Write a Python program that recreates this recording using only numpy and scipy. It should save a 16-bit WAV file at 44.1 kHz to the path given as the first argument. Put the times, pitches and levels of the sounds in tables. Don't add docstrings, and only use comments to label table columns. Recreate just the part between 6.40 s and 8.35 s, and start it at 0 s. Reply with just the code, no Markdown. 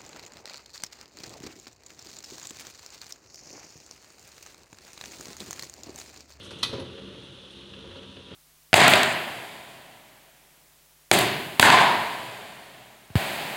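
import sys
import numpy as np
from scipy import signal
from scipy.fft import rfft, irfft
from scipy.io import wavfile

SR = 44100
rng = np.random.default_rng(int(sys.argv[2]) if len(sys.argv) > 2 else 0)


def inscribe(sig):
    pcm = np.round(np.clip(np.atleast_2d(sig).T, -1, 1) * 32767)
    wavfile.write(sys.argv[1], SR, pcm.astype(np.int16))


N = 85995

WALL_HZ = [196, 260, 357, 412, 458, 541, 606]
# relative_db, t60_s
WALL_MODES = [(-4.5, 0.11), (-4, 0.29), (-4, 0.54), (2, 0.14), (-1, 0.13), (1.5, 0.15), (-7, 0.15)]


def amp(db):
    return 10 ** (np.asarray(db) / 20)


def unit(x):
    return x / np.sqrt(np.mean(x ** 2) + 1e-20)


def at_frequency(points, hz):
    f, value = np.transpose(points)
    return np.interp(np.log(hz + 1), np.log(f + 1), value)


def level(points):
    return amp(np.interp(np.arange(N) / SR, *np.transpose(points)))


def colour(x, spectrum):
    gain = amp(at_frequency(spectrum, np.fft.rfftfreq(N, 1 / SR)))
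    return unit(irfft(rfft(x) * gain, N))


def drift(rate_hz):
    rolloff = 1 + (np.fft.rfftfreq(N, 1 / SR) / rate_hz) ** 4
    return unit(irfft(rfft(rng.standard_normal(N)) / rolloff, N))


def waver(phase, depth, rate_hz):
    return unit((1 + depth * drift(rate_hz)) * np.sin(phase) + depth * drift(rate_hz) * np.cos(phase))


def fade(t60_s):
    return np.exp(-np.log(1000) * np.arange(N) / SR / t60_s)


def play(starts_s, levels_db, sound):
    out = np.zeros(N)
    for start_s, db in zip(starts_s, levels_db):
        at = int(np.clip(round(start_s * SR), 0, N - 1))
        out[at:] += amp(db) * sound()[:N - at]
    return out


def ring(pitches, modes, rise_s):
    t = np.arange(N) / SR
    partials = [amp(db) * fade(t60) * np.exp(2j * np.pi * hz * t) for hz, (db, t60) in zip(pitches, modes)]
    partials = (1 - np.exp(-t / rise_s)) * np.array(partials)
    return lambda: (np.exp(2j * np.pi * rng.random(len(partials))) @ partials).real


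def hollow(pitches, modes, push_s=0.0032):
    t = np.arange(N) / SR
    swing = sum((-1) ** k * amp(db) * fade(t60) * np.sin(2 * np.pi * hz * t)
                for k, (hz, (db, t60)) in enumerate(zip(pitches, modes)))
    return lambda: (1 - np.exp(-t / push_s)) * swing


def burst(spectrum, t60_s):
    size = 2048
    gain_db = at_frequency(spectrum, abs(np.fft.fftfreq(size, 1 / SR)))
    log_gain = np.log(amp(np.maximum(gain_db, -100)))
    taps = np.fft.ifft(np.exp(np.conj(signal.hilbert(log_gain)))).real[:size // 2]
    taps /= np.linalg.norm(taps)
    envelope = fade(t60_s)
    return lambda: signal.oaconvolve(rng.standard_normal(N) * envelope, taps)[:N]


def street(x, wet_db):
    # frequency_hz, t60_s
    decay_times = [(100, 0.61), (400, 0.9), (1000, 0.8), (3500, 0.58), (9000, 0.37)]
    # delay_s, relative_gain
    echoes = [(.018, 0.22), (.04, 0.31), (0.047, 0.1), (0.1, 0.21)]
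    hz, t, noise = signal.stft(rng.standard_normal(N), SR, nperseg=256)
    decay = np.exp(-np.log(1000) * t / at_frequency(decay_times, hz)[:, None])
    tail = signal.istft(noise * decay, SR, nperseg=256)[1][:N]
    tail /= np.linalg.norm(tail)
    for delay_s, gain in echoes:
        tail[round(delay_s * SR)] += gain
    return x + amp(wet_db) * signal.fftconvolve(x, tail)[:N]


def lorry():
    # pitch_hz, level_db
    hum_tones = [(65, -63), (91.5, -62), (129.4, -61.5), (194.6, -59), (262, -67), (355.3, -68)]
    # frequency_hz, density_db
    roar_spectrum = [(20, -48), (30, -37), (45, -7), (75, 0), (110, -17), (160, -3.5), (225, -5.5),
                     (350, -4.5), (560, -4.5), (700, -19), (900, -12), (1600, -15), (2200, -20.5),
                     (3000, -43), (5000, -92)]
    # frequency_hz, density_db
    hiss_spectrum = [(1200, -16.5), (2250, -15), (2550, -5.5), (2850, 0), (3450, 3), (4000, -3),
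                     (4700, -14.5), (6200, -17), (7500, -24.5), (9800, -21.5), (11000, -29), (12500, -41),
                     (15500, -37)]
    # time_s, level_db
    hiss_levels = [(0, -47.5), (.35, -48.5), (.55, -50.5), (1.2, -50), (1.4, -50.5), (1.95, -51)]
    firing_hz, whine_hz, whine_start_s, whine_rise_s = 30.6, 974, 1.26, 0.26
    t = np.arange(N) / SR
    speed = 1 + 0.00267 * drift(rate_hz=3.74)
    phase_per_hz = 2 * np.pi * np.cumsum(speed) / SR
    hum = np.zeros(N)
    for hz, db in hum_tones:
        flutter = 1 + 0.55 * drift(rate_hz=5.2)
        phase = hz * phase_per_hz + 2 * np.pi * rng.random()
        hum += amp(db) * flutter * waver(phase, depth=0.26, rate_hz=18)
    swell = np.clip((t - whine_start_s) / whine_rise_s, 0, 1)
    whine = amp(-64) * swell * waver(whine_hz * phase_per_hz, depth=0.43, rate_hz=8.1)
    throb = 1 + 0.093 * np.cos(firing_hz * phase_per_hz)
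    roar = amp(-54.5) * colour(throb * rng.standard_normal(N), roar_spectrum)
    flicker = amp(0.77 * drift(rate_hz=130))
    hiss = level(hiss_levels) * colour(flicker * rng.standard_normal(N), hiss_spectrum)
    return hum + whine + roar + hiss


def wheels():
    # time_s, level_db
    rumble_levels = [(0, -48), (.3, -45), (.62, -49), (.8, -52), (1, -55.5), (1.28, -53.5), (1.43, -50),
                     (1.6, -52.5), (1.72, -53.5), (1.84, -56.5), (1.95, -45)]
    # frequency_hz, density_db
    body_spectrum = [(20, -45), (40, -42), (80, -1.5), (170, 1), (350, 1), (560, -6), (720, -17),
                     (1300, -12), (2300, -18), (3300, -14.5), (6000, -37), (12000, -66)]
    bumps_per_s, spread_db = 110, 3.5
    hits = rng.random(N) < bumps_per_s / SR
    strength = amp(spread_db * np.clip(rng.standard_normal(N), -2, 2))
    bumps = hits * strength * rng.choice([-1, 1], N)
    walls = unit(signal.fftconvolve(bumps, hollow(WALL_HZ, WALL_MODES)())[:N])
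    rumble = colour(bumps, body_spectrum) + amp(-13.5) * walls
    return level(rumble_levels) * unit(street(rumble, wet_db=0.5))


def lifter():
    # start_s, relative_db
    blows = [(.107, -25.5), (0.2284, -12), (.2312, 0), (0.2336, -11), (0.238, -14.5), (0.4, -29)]
    steel_hz = [1990, 2540, 3194, 3482, 3565, 3630, 3779, 4027, 4210, 4598, 4735, 6024, 7773, 9232]
    # relative_db, t60_s
    steel_modes = [(-9.5, 0.09), (-7, 0.14), (-3.5, 0.12), (0, 0.12), (-7, 0.093), (-5, 0.076), (-11, 0.08),
                   (-1, 0.1), (-15, 0.079), (-6, 0.097), (-10.5, 0.067), (-16, 0.047), (-23, 0.08),
                   (-12.5, 0.049)]
    # frequency_hz, density_db
    clash_spectrum = [(150, -19), (400, -21), (700, -20.5), (1150, -8.5), (1600, -17.5), (2300, -15),
                      (2850, -13.5), (3150, -1.5), (3350, -5.5), (3600, -1.5), (4500, -8), (5050, -17),
                      (6150, -13), (7250, -24), (10800, -25.5), (13000, -35.5), (15500, -42)]
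    # frequency_hz, density_db
    snap_spectrum = [(300, -18), (1500, -16), (2400, -8), (3200, 2.5), (4200, -2.5), (6000, -9.5),
                     (9500, -18.5), (12000, -24), (15500, -33)]
    # start_s, relative_db
    shakes = [(.031, 0), (.046, 1.5), (0.061, -11), (0.11, 0), (0.188, 0), (.397, -8), (1.107, -6.5),
              (1.627, -19)]
    # frequency_hz, density_db
    jingle_spectrum = [(2000, -21), (4000, -4), (6000, 4), (7200, -3), (9500, 0), (12000, -12),
                       (15500, -39)]
    steel = ring(steel_hz, steel_modes, rise_s=0.00042)
    clash = burst(clash_spectrum, t60_s=0.11)
    snap = burst(snap_spectrum, t60_s=0.019)
    clanks = play(*np.transpose(blows),
                  lambda: amp(-19.5) * snap() + amp(-26) * steel() + amp(-22) * clash())
    jingles = amp(-54.5) * play(*np.transpose(shakes), burst(jingle_spectrum, t60_s=0.16))
    return street(clanks + jingles, wet_db=-10.5)


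def lid_and_axle_clacks():
    # start_s, relative_db
    contacts = [(.108, -4), (0.557, -4.5), (0.577, -4), (1.336, 0), (1.405, -4.5), (1.512, -3), (1.566, -3),
                (1.628, -3), (1.766, -3), (1.916, -5)]
    # frequency_hz, density_db
    clack_spectrum = [(300, -5), (750, -16.5), (1100, -11), (1650, 0.5), (2200, -16.5), (2800, 5.5),
                      (3600, 1.5), (4600, -14.5), (6500, -25), (12000, -43), (15500, -62)]
    clacks = amp(-43.5) * play(*np.transpose(contacts), burst(clack_spectrum, t60_s=0.086))
    return street(clacks, wet_db=-12)


def bin_knocks():
    # start_s, boom_db, wall_db, slap_db
    blows = [(0.109, -40, -17, -3.5), (0.231, -5.5, -5.5, -7), (.327, 3.5, 5, 0), (.3363, -8, 0.5, -0.5),
             (0.352, -12, -10, -0.5), (.377, -7, 2, -2), (.396, 0, -0.5, -2), (.418, -4.5, -5, -11),
             (.523, -7.5, -10, -13), (.58, -28, -8, -7), (.7, -12, -13.5, -35), (.895, -12, -23, -28),
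             (1.371, -25, -12.5, -13.5), (1.44, -12, -9, -13), (1.514, -11.5, -13.5, -16),
             (1.558, -14, -6, -8), (1.621, -16, -16.5, -15), (1.764, -14, -8, -15.5),
             (1.912, -6.5, -11, -11)]
    cavity_hz = [88, 107, 128]
    # relative_db, t60_s
    cavity_modes = [(0.52, 0.22), (-1.9, 0.13), (0.86, 0.23)]
    # frequency_hz, density_db
    slap_spectrum = [(25, -55), (60, -27), (150, 4.5), (540, 2.5), (720, -6.5), (1000, -3.5), (2200, -12.5),
                     (3500, -6), (6000, -22), (9000, -41), (14000, -56)]
    starts_s, boom_db, wall_db, slap_db = np.transpose(blows)
    boom = amp(-38.5) * play(starts_s, boom_db, hollow(cavity_hz, cavity_modes))
    walls = amp(-40.5) * play(starts_s, wall_db, hollow(WALL_HZ, WALL_MODES))
    slap = amp(-37.5) * play(starts_s, slap_db, burst(slap_spectrum, t60_s=0.13))
    return street(boom + walls + slap, wet_db=-10)


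def pips():
    # start_s, pitch_hz, level_db
    notes = [(0.395, 10080, -49.5), (.83, 8656, -59), (1.108, 8900, -61)]
    rise_s = 0.004
    t = np.arange(N) / SR
    envelope = (1 - np.exp(-t / rise_s)) * fade(t60_s=0.12)
    tones = sum(play([start_s], [db], lambda: envelope * np.sin(2 * np.pi * hz * t))
                for start_s, hz, db in notes)
    return street(tones, wet_db=-22)


def bin_drag():
    # time_s, level_db
    drag_levels = [(.48, -73), (.55, -49), (.63, -47.5), (.73, -51.5), (.8, -53), (.9, -61)]
    # pitch_hz, relative_db
    drone_tones = [(196, -7), (265, -6), (353, -2.5), (452, -9.5), (535, -11.5)]
    phase_per_hz = 2 * np.pi * np.arange(N) / SR
    drone = sum(amp(db) * waver(hz * phase_per_hz, depth=0.58, rate_hz=9.6) for hz, db in drone_tones)
    return level(drag_levels) * unit(drone)


def scene():
    return (lorry() + lifter() + bin_knocks() + lid_and_axle_clacks() + bin_drag() + wheels() + pips())[None]


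def record(dry):
    low_hz, high_hz = 42.3, 15750
    thinned = signal.sosfilt(signal.butter(3, low_hz, "highpass", fs=SR, output="sos"), dry)
    band_limit = signal.firwin(511, high_hz, window=("kaiser", 9), fs=SR)
    return signal.oaconvolve(thinned, band_limit[None], "same")


dry = scene()
out = record(dry)
inscribe(out)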